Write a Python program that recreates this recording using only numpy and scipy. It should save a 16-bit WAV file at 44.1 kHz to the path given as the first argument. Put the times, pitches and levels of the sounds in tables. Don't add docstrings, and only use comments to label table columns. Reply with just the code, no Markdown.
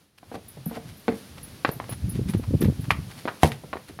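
import sys
import numpy as np
from scipy import signal
from scipy.fft import rfft, irfft, next_fast_len
from scipy.io import wavfile
from scipy.ndimage import map_coordinates

SR = 44100
rng = np.random.default_rng(int(sys.argv[2]) if len(sys.argv) > 2 else 0)


def to_wav(s):
    ch = np.atleast_2d(s).T
    pcm = np.round(np.clip(ch, -1, 1) * 32767)
    wavfile.write(sys.argv[1], SR, pcm.astype(np.int16))


N = 176400


def kick():
    # pitch_hz, level_db, t60_s
    ball_modes = [(85, -5.5, 0.095), (151.2, -10.5, 0.15), (225.3, -14.5, 0.195), (281, -19, 0.14),
                  (690, -31, 0.17), (939, -22.5, 0.14), (1070, -27, 0.071), (2180, -20.5, 0.057)]
    # frequency_hz, level_db
    slap_spectrum = [(100, 1), (500, 0), (2200, -3.5), (4000, -2), (5200, -12.5), (11000, -13.5),
                     (16000, -20)]
    kick_s, second_s = 3.4326, 3.4475
    t = ticks()
    smack = ring(hz=782, t60=0.013)
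    slap = amp(-10) * noise(slap_spectrum, len(t)) * fade(t, t60=0.015)
    boom = resound(ball_modes, rise_s=0.0016)
    second = amp(-7) * contact(hz=440, cycles=4.9)

    out = np.zeros(N)
    add(out, kick_s, garden(smack + slap, echo_db=-9) + boom)
    add(out, second_s, garden(second, echo_db=-7.5))
    return out


def footwork():
    # start_s, level_db, pitch_hz, ring_cycles (to -60 dB), echo_db
    knocks = [(0.23, -36.5, 775, 3, -1), (.316, -29.5, 700, 6.5, -0.5), (.343, -24, 590, 3.5, -2),
              (0.3533, -25, 646, 4, -2), (.571, -36, 537, 5, 1.5), (.662, -35.5, 636, 4.5, 2),
              (.712, -32.5, 706, 12, 1), (.759, -28, 1150, 1.5, 0), (.772, -26, 670, 6.5, -2),
              (1.0814, -12.5, 650, 3, -3), (1.0894, -15, 370, 4.5, -3.5), (1.122, -22.5, 260, 7, -7),
              (1.6487, -2, 1110, 1.5, -8), (1.6525, -5.5, 1520, 2, -9.5), (1.675, -26, 1100, 1.5, -5),
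              (1.691, -11.5, 387, 1.5, -9), (1.8006, -16.5, 930, 4, -5.5), (1.842, -27.5, 900, 1, -11),
              (1.893, -24, 590, 4, -9), (2.9057, -7, 1165, 14, -11.5), (2.907, -2.5, 2310, 7.5, -11),
              (2.914, -11, 2460, 3, -4), (3.2545, -16, 437, 4, -6.5), (3.2766, -14.5, 990, 2, -4),
              (3.2817, -12.5, 1390, 4, -5.5), (3.2858, -15.5, 1170, 2.5, -5), (3.289, -15, 1280, 2.5, -7),
              (3.519, -16, 3120, 2.5, -6.5), (3.637, -31.5, 526, 4, 1), (3.7304, -17, 1350, 2.5, -2),
              (3.7338, -19.5, 786, 2, -1), (3.756, -21.5, 483, 3.5, -7.5), (3.7698, -21.5, 800, 1, -7),
              (3.897, -33, 364, 3.5, 3), (3.99, -21.5, 1120, 3.5, -2)]
    # start_s, level_db, pitch_hz, t60_s
    thuds = [(.574, -35.5, 133, 0.21), (.663, -15, 176, 0.053), (.678, -28, 226, 0.1), (1.14, -25, 207, .1),
             (1.681, -24.5, 149, 0.093), (2.916, -20, 100, 0.068), (3.517, -24.5, 134.6, 0.11),
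             (3.643, -27, 139, 0.06)]
    thud_rise_s = 0.0021
    out = np.zeros(N)
    for start_s, level_db, hz, cycles, echo_db in knocks:
        knock = contact(hz, cycles)
        add(out, start_s, amp(level_db) * garden(knock, echo_db))
    for start_s, level_db, hz, t60 in thuds:
        thud = ring(hz, t60) * swell(thud_rise_s)
        add(out, start_s, amp(level_db) * garden(thud, echo_db=-6))
    return out


def contact(hz, cycles):
    # frequency_hz, level_db
    grit_spectrum = [(300, -14), (900, -1.5), (2000, 1), (2500, -5), (3200, -10.5), (4300, -8),
                     (5500, -22.5), (7500, -52), (16000, -60)]
    knock = dull(ring(hz, cycles / hz), 3370)
    knock = cut_bass(knock, 0.17 * hz, order=1)
    crunch = amp(-21.5) * grainy(grit_spectrum, len(knock)) * fade(ticks(), t60=0.035)
    return knock / np.abs(knock).max() + crunch


def bump():
    # start_s, level_db
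    blows = [(.316, -21), (.343, -16.5), (.712, -16), (.765, -17.5), (1.0818, -2)]
    # pitch_hz, level_db, t60_s
    hollow_modes = [(198, -25.5, 0.26), (237, -13.5, 0.098), (295.3, -21, 0.14), (451.7, -18, .17),
                    (721, -27, 0.15), (980, -29, 0.052), (1490, -27, 0.038)]
    out = np.zeros(N)
    for start_s, level_db in blows:
        blow = resound(hollow_modes, rise_s=0.0019)
        add(out, start_s, amp(level_db) * garden(blow, echo_db=-12))
    return out


def resound(modes, rise_s):
    body = sum(amp(db + rng.normal()) * ring(hz, t60) for hz, db, t60 in modes)
    return -body * swell(rise_s)


def scuffs():
    # peak_s, level_db, rise_s, t60_s, tilt_db_per_octave
    brushes = [(.181, -51, 0.0018, 0.069, -1), (0.351, -44, 0.017, 0.083, -2.5),
               (.765, -43.5, 0.043, 0.11, -2.5), (.9, -49, 0.038, 0.083, -1), (1.184, -53, 0.047, .1, 4),
               (1.382, -42, 0.0051, 0.075, -5), (1.688, -40, 0.019, 0.087, -3.5),
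               (1.935, -40, 0.033, 0.059, -3.5), (2.155, -45.5, .01, 0.2, -1.5),
               (2.29, -36, 0.0059, 0.12, -0.5), (2.335, -38, 0.00084, 0.13, -4.5),
               (2.44, -39, 0.0087, 0.069, -6), (2.618, -34.5, 0.004, 0.16, -2.5),
               (2.646, -35, .003, 0.099, -4.5), (2.845, -41, 0.0028, 0.07, -4),
               (2.911, -26, 0.0035, 0.06, -1), (3.115, -45, .015, 0.095, -2),
               (3.19, -43.5, 0.018, 0.16, -1), (3.441, -28, 0.011, 0.16, -0.5),
               (3.474, -38.5, 0.013, 0.14, 3), (3.52, -42, 0.0022, 0.15, 0), (3.888, -46, 0.009, 0.1, -1)]
    # frequency_hz, level_db
    grass_spectrum = [(200, -23), (700, -1), (2300, 1), (4500, -1.5), (7500, -10), (10500, -4),
                      (13000, -10), (16000, -25)]
    out = np.zeros(N)
    t = ticks() - 1 / 8
    for peak_s, level_db, rise_s, t60, tilt_db in brushes:
        rise = np.exp(np.minimum(t, 0) / rise_s)
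        fall = fade(np.maximum(t, 0), t60)
        brush = rise * fall * grainy(grass_spectrum, len(t), tilt_db)
        add(out, peak_s + t[0], amp(level_db) * brush)
    return out


def grainy(spectrum, size, tilt_db=0):
    clumps = amp(3.5 * wobble(700, size))
    return unit(noise(spectrum, size, tilt_db) * clumps)


def chinks():
    # start_s, level_db, tilt_db
    strikes = [(0.481, -39.5, -4), (.657, -37.5, 6), (.968, -51, 5), (1.43, -35.5, -9), (1.713, -37.5, 4.5),
               (1.893, -25.5, -21), (2.092, -32.5, -9), (2.296, -36.5, -10), (2.374, -44.5, -4),
               (2.607, -33.5, 4.5), (2.806, -44.5, -3)]
    # pitch_hz, level_db (before tilt), t60_s, share_of_tilt (ratio)
    metal_modes = [(10460, -2.5, 0.16, 0), (11960, -3, 0.16, 1), (12170, -10, 0.21, 0.49),
                   (15260, -14, 0.15, 0.074)]
    # frequency_hz, level_db
    tick_spectrum = [(6000, -45), (9500, -7), (10500, 0), (11300, -5), (12100, -6), (13500, -15),
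                     (15300, -10), (16000, -20)]
    rise_s, roughness = 0.0018, 0.46
    out, t = np.zeros(N), ticks()
    for start_s, level_db, tilt_db in strikes:
        chink = amp(-10) * noise(tick_spectrum, len(t)) * fade(t, t60=0.07)
        for hz, mode_db, t60, share in metal_modes:
            unsteady = 1 + roughness * wobble(164, len(t))
            chink += amp(mode_db + share * tilt_db) * ring(hz, t60) * unsteady
        add(out, start_s, amp(level_db) * chink * swell(rise_s))
    return out


def puffs():
    # peak_s, level_db, pitch_hz
    eddies = [(1.765, -28, 126), (1.911, -29.5, 173), (1.926, -22.5, 122), (2.041, -19, 91.5),
              (2.084, -21.5, 169), (2.16, -22, 188), (2.195, -15, 201), (2.215, -18, 134),
              (2.26, -21.5, 138), (2.297, -15.5, 189), (2.35, -10, 172), (2.37, -18, 95), (2.398, -19, 238),
              (2.485, -17.5, 105), (2.511, -18.5, 258), (2.54, -11.5, 250), (2.551, -9, 142.5),
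              (2.612, -14, 230), (2.625, -12.5, 323), (2.639, -9.5, 171), (2.658, -12, 240),
              (2.685, -9.5, 207), (2.699, -16, 255), (2.725, -27, 300), (2.796, -20, 127),
              (2.886, -17.5, 134), (2.99, -22.5, 139)]
    # frequency_hz, level_db
    flutter_spectrum = [(200, -1.5), (330, 1.5), (550, -8.5), (800, -19.5), (1500, -36), (4000, -66)]
    decay_cycles = 0.75
    octave_share = 0.22
    flutter_db, flutter_growth = -16, 1.56
    out = np.zeros(N)
    t = ticks() - 1 / 8
    mean_hz = np.mean([hz for _, _, hz in eddies])
    for peak_s, level_db, hz in eddies:
        phase = 2 * np.pi * hz * t
        octave = np.sin(2 * phase + rng.uniform(0, 2 * np.pi))
        swing = np.sin(phase) + octave_share * octave
        flutter_gain = amp(flutter_db) * (hz / mean_hz) ** flutter_growth
        flutter = flutter_gain * noise(flutter_spectrum, len(t))
        envelope = np.exp(-np.abs(hz * t) / decay_cycles)
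        add(out, peak_s + t[0], amp(level_db) * (swing + flutter) * envelope)
    return out


def wind():
    # time_s, level_db
    air_level = [(0, -65), (.12, -71.5), (.3, -52), (.55, -52.5), (.78, -45.5), (.88, -42.5), (1.03, -58.5),
                 (1.2, -50.5), (1.45, -43), (1.6, -53.5), (1.85, -44), (2.0, -40), (2.05, -31),
                 (2.3, -27.5), (2.43, -33), (2.53, -24), (2.68, -24), (2.74, -34), (2.95, -34.5),
                 (3.15, -46), (3.38, -56), (3.55, -41), (3.8, -56.5), (4, -48)]
    # frequency_hz, level_db
    rumble_spectrum = [(20, -30), (40, -9), (65, 0.5), (110, 1), (190, -3.5), (300, -15.5), (500, -34.5),
                       (1500, -68)]
    lumps = amp(2.5 * wobble(29.95))
    return amp(curve(air_level)) * unit(noise(rumble_spectrum) * lumps)


def leaves():
    # frequency_hz, level_db
    leaf_spectrum = [(100, 3.5), (250, -0.5), (450, -7.5), (1000, -13.5), (2500, -15.5), (4300, -15),
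                     (6000, -19), (8000, -25), (9700, -17), (12000, -21), (16000, -29)]
    # time_s, level_db
    hiss_level = [(0, -60), (.13, -68.5), (.3, -54), (.55, -54), (.85, -52.5), (1.3, -49), (2, -50),
                  (2.7, -48.5), (3.2, -48.5), (3.55, -50), (3.8, -53), (4, -53)]
    low_hz = 120
    hiss = filtered(noise(leaf_spectrum), lambda hz: hz ** 2 / (hz ** 2 + low_hz ** 2))
    sway_db = 0.54 * wobble(8.3)
    return unit(hiss) * amp(curve(hiss_level) + sway_db)


def garden(x, echo_db):
    # frequency_hz, t60_s
    tail_decay = [(100, .28), (500, 0.3), (1400, 0.23), (2400, .25), (10000, 0.099)]
    near_t60, far_db, delay_s = 0.041, -7.5, 0.00198
    t = ticks()
    hz, frame_s, bands = signal.stft(rng.standard_normal(len(t)), SR, nperseg=256)
    bands = bands * fade(frame_s, along(tail_decay, hz)[:, None])
    far = signal.istft(bands, SR, nperseg=256)[1][:len(t)]
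    near = rng.standard_normal(len(t)) * fade(t, near_t60)
    echo = (unit(near) + amp(far_db) * unit(far)) * (t > delay_s)
    echo = unit(echo) / np.sqrt(len(t))
    return x + amp(echo_db) * signal.fftconvolve(x, echo)[:len(t)]


def ring(hz, t60):
    return -np.sin(2 * np.pi * hz * ticks()) * fade(ticks(), t60)


def fade(t, t60):
    return amp(-60 * t / t60)


def swell(rise_s):
    return 1 - np.exp(-ticks() / rise_s)


def noise(spectrum, size=N, tilt_db=0):
    def colour(hz):
        return amp(along(spectrum, hz) + tilt_db * np.log2(hz + 1))
    return unit(filtered(rng.standard_normal(size), colour))


def filtered(x, response):
    size = next_fast_len(len(x) + 8192)
    hz = np.fft.rfftfreq(size, 1 / SR)
    return irfft(rfft(x, size) * response(hz), size)[:len(x)]


def dull(x, hz):
    return signal.lfilter(*signal.butter(2, min(hz, SR / 2 - 1), fs=SR), x)


def cut_bass(x, hz, order):
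    return signal.lfilter(*signal.butter(order, hz, "high", fs=SR), x)


def wobble(rate, size=N):
    knots = rng.standard_normal(size // 20)
    return map_coordinates(knots, [np.arange(size) * rate / SR], mode="wrap")


def curve(rows):
    return np.interp(np.arange(N) / SR, *np.transpose(rows))


def along(points, hz):
    f, v = np.transpose(points)
    return np.interp(np.log(hz + 1), np.log(f + 1), v)


def amp(db):
    return 10 ** (np.asarray(db) / 20)


def unit(x):
    return x / np.sqrt(np.mean(x ** 2) + 1e-20)


def ticks():
    return np.arange(SR // 2) / SR


def add(track, s, x):
    part = track[max(round(s * SR), 0):][:len(x)]
    part += x[:len(part)]


def scene():
    player = kick() + footwork() + bump() + scuffs() + chinks()
    air = puffs() + wind() + leaves()
    return (player + air)[None]


def record(dry):
    x = cut_bass(dry[0], 53.6, order=3)
    rounded = x / (1 + x ** 8) ** (1 / 8)
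    return filtered(rounded, lambda hz: hz < 16000)[None]


dry = scene()
out = record(dry)
to_wav(out)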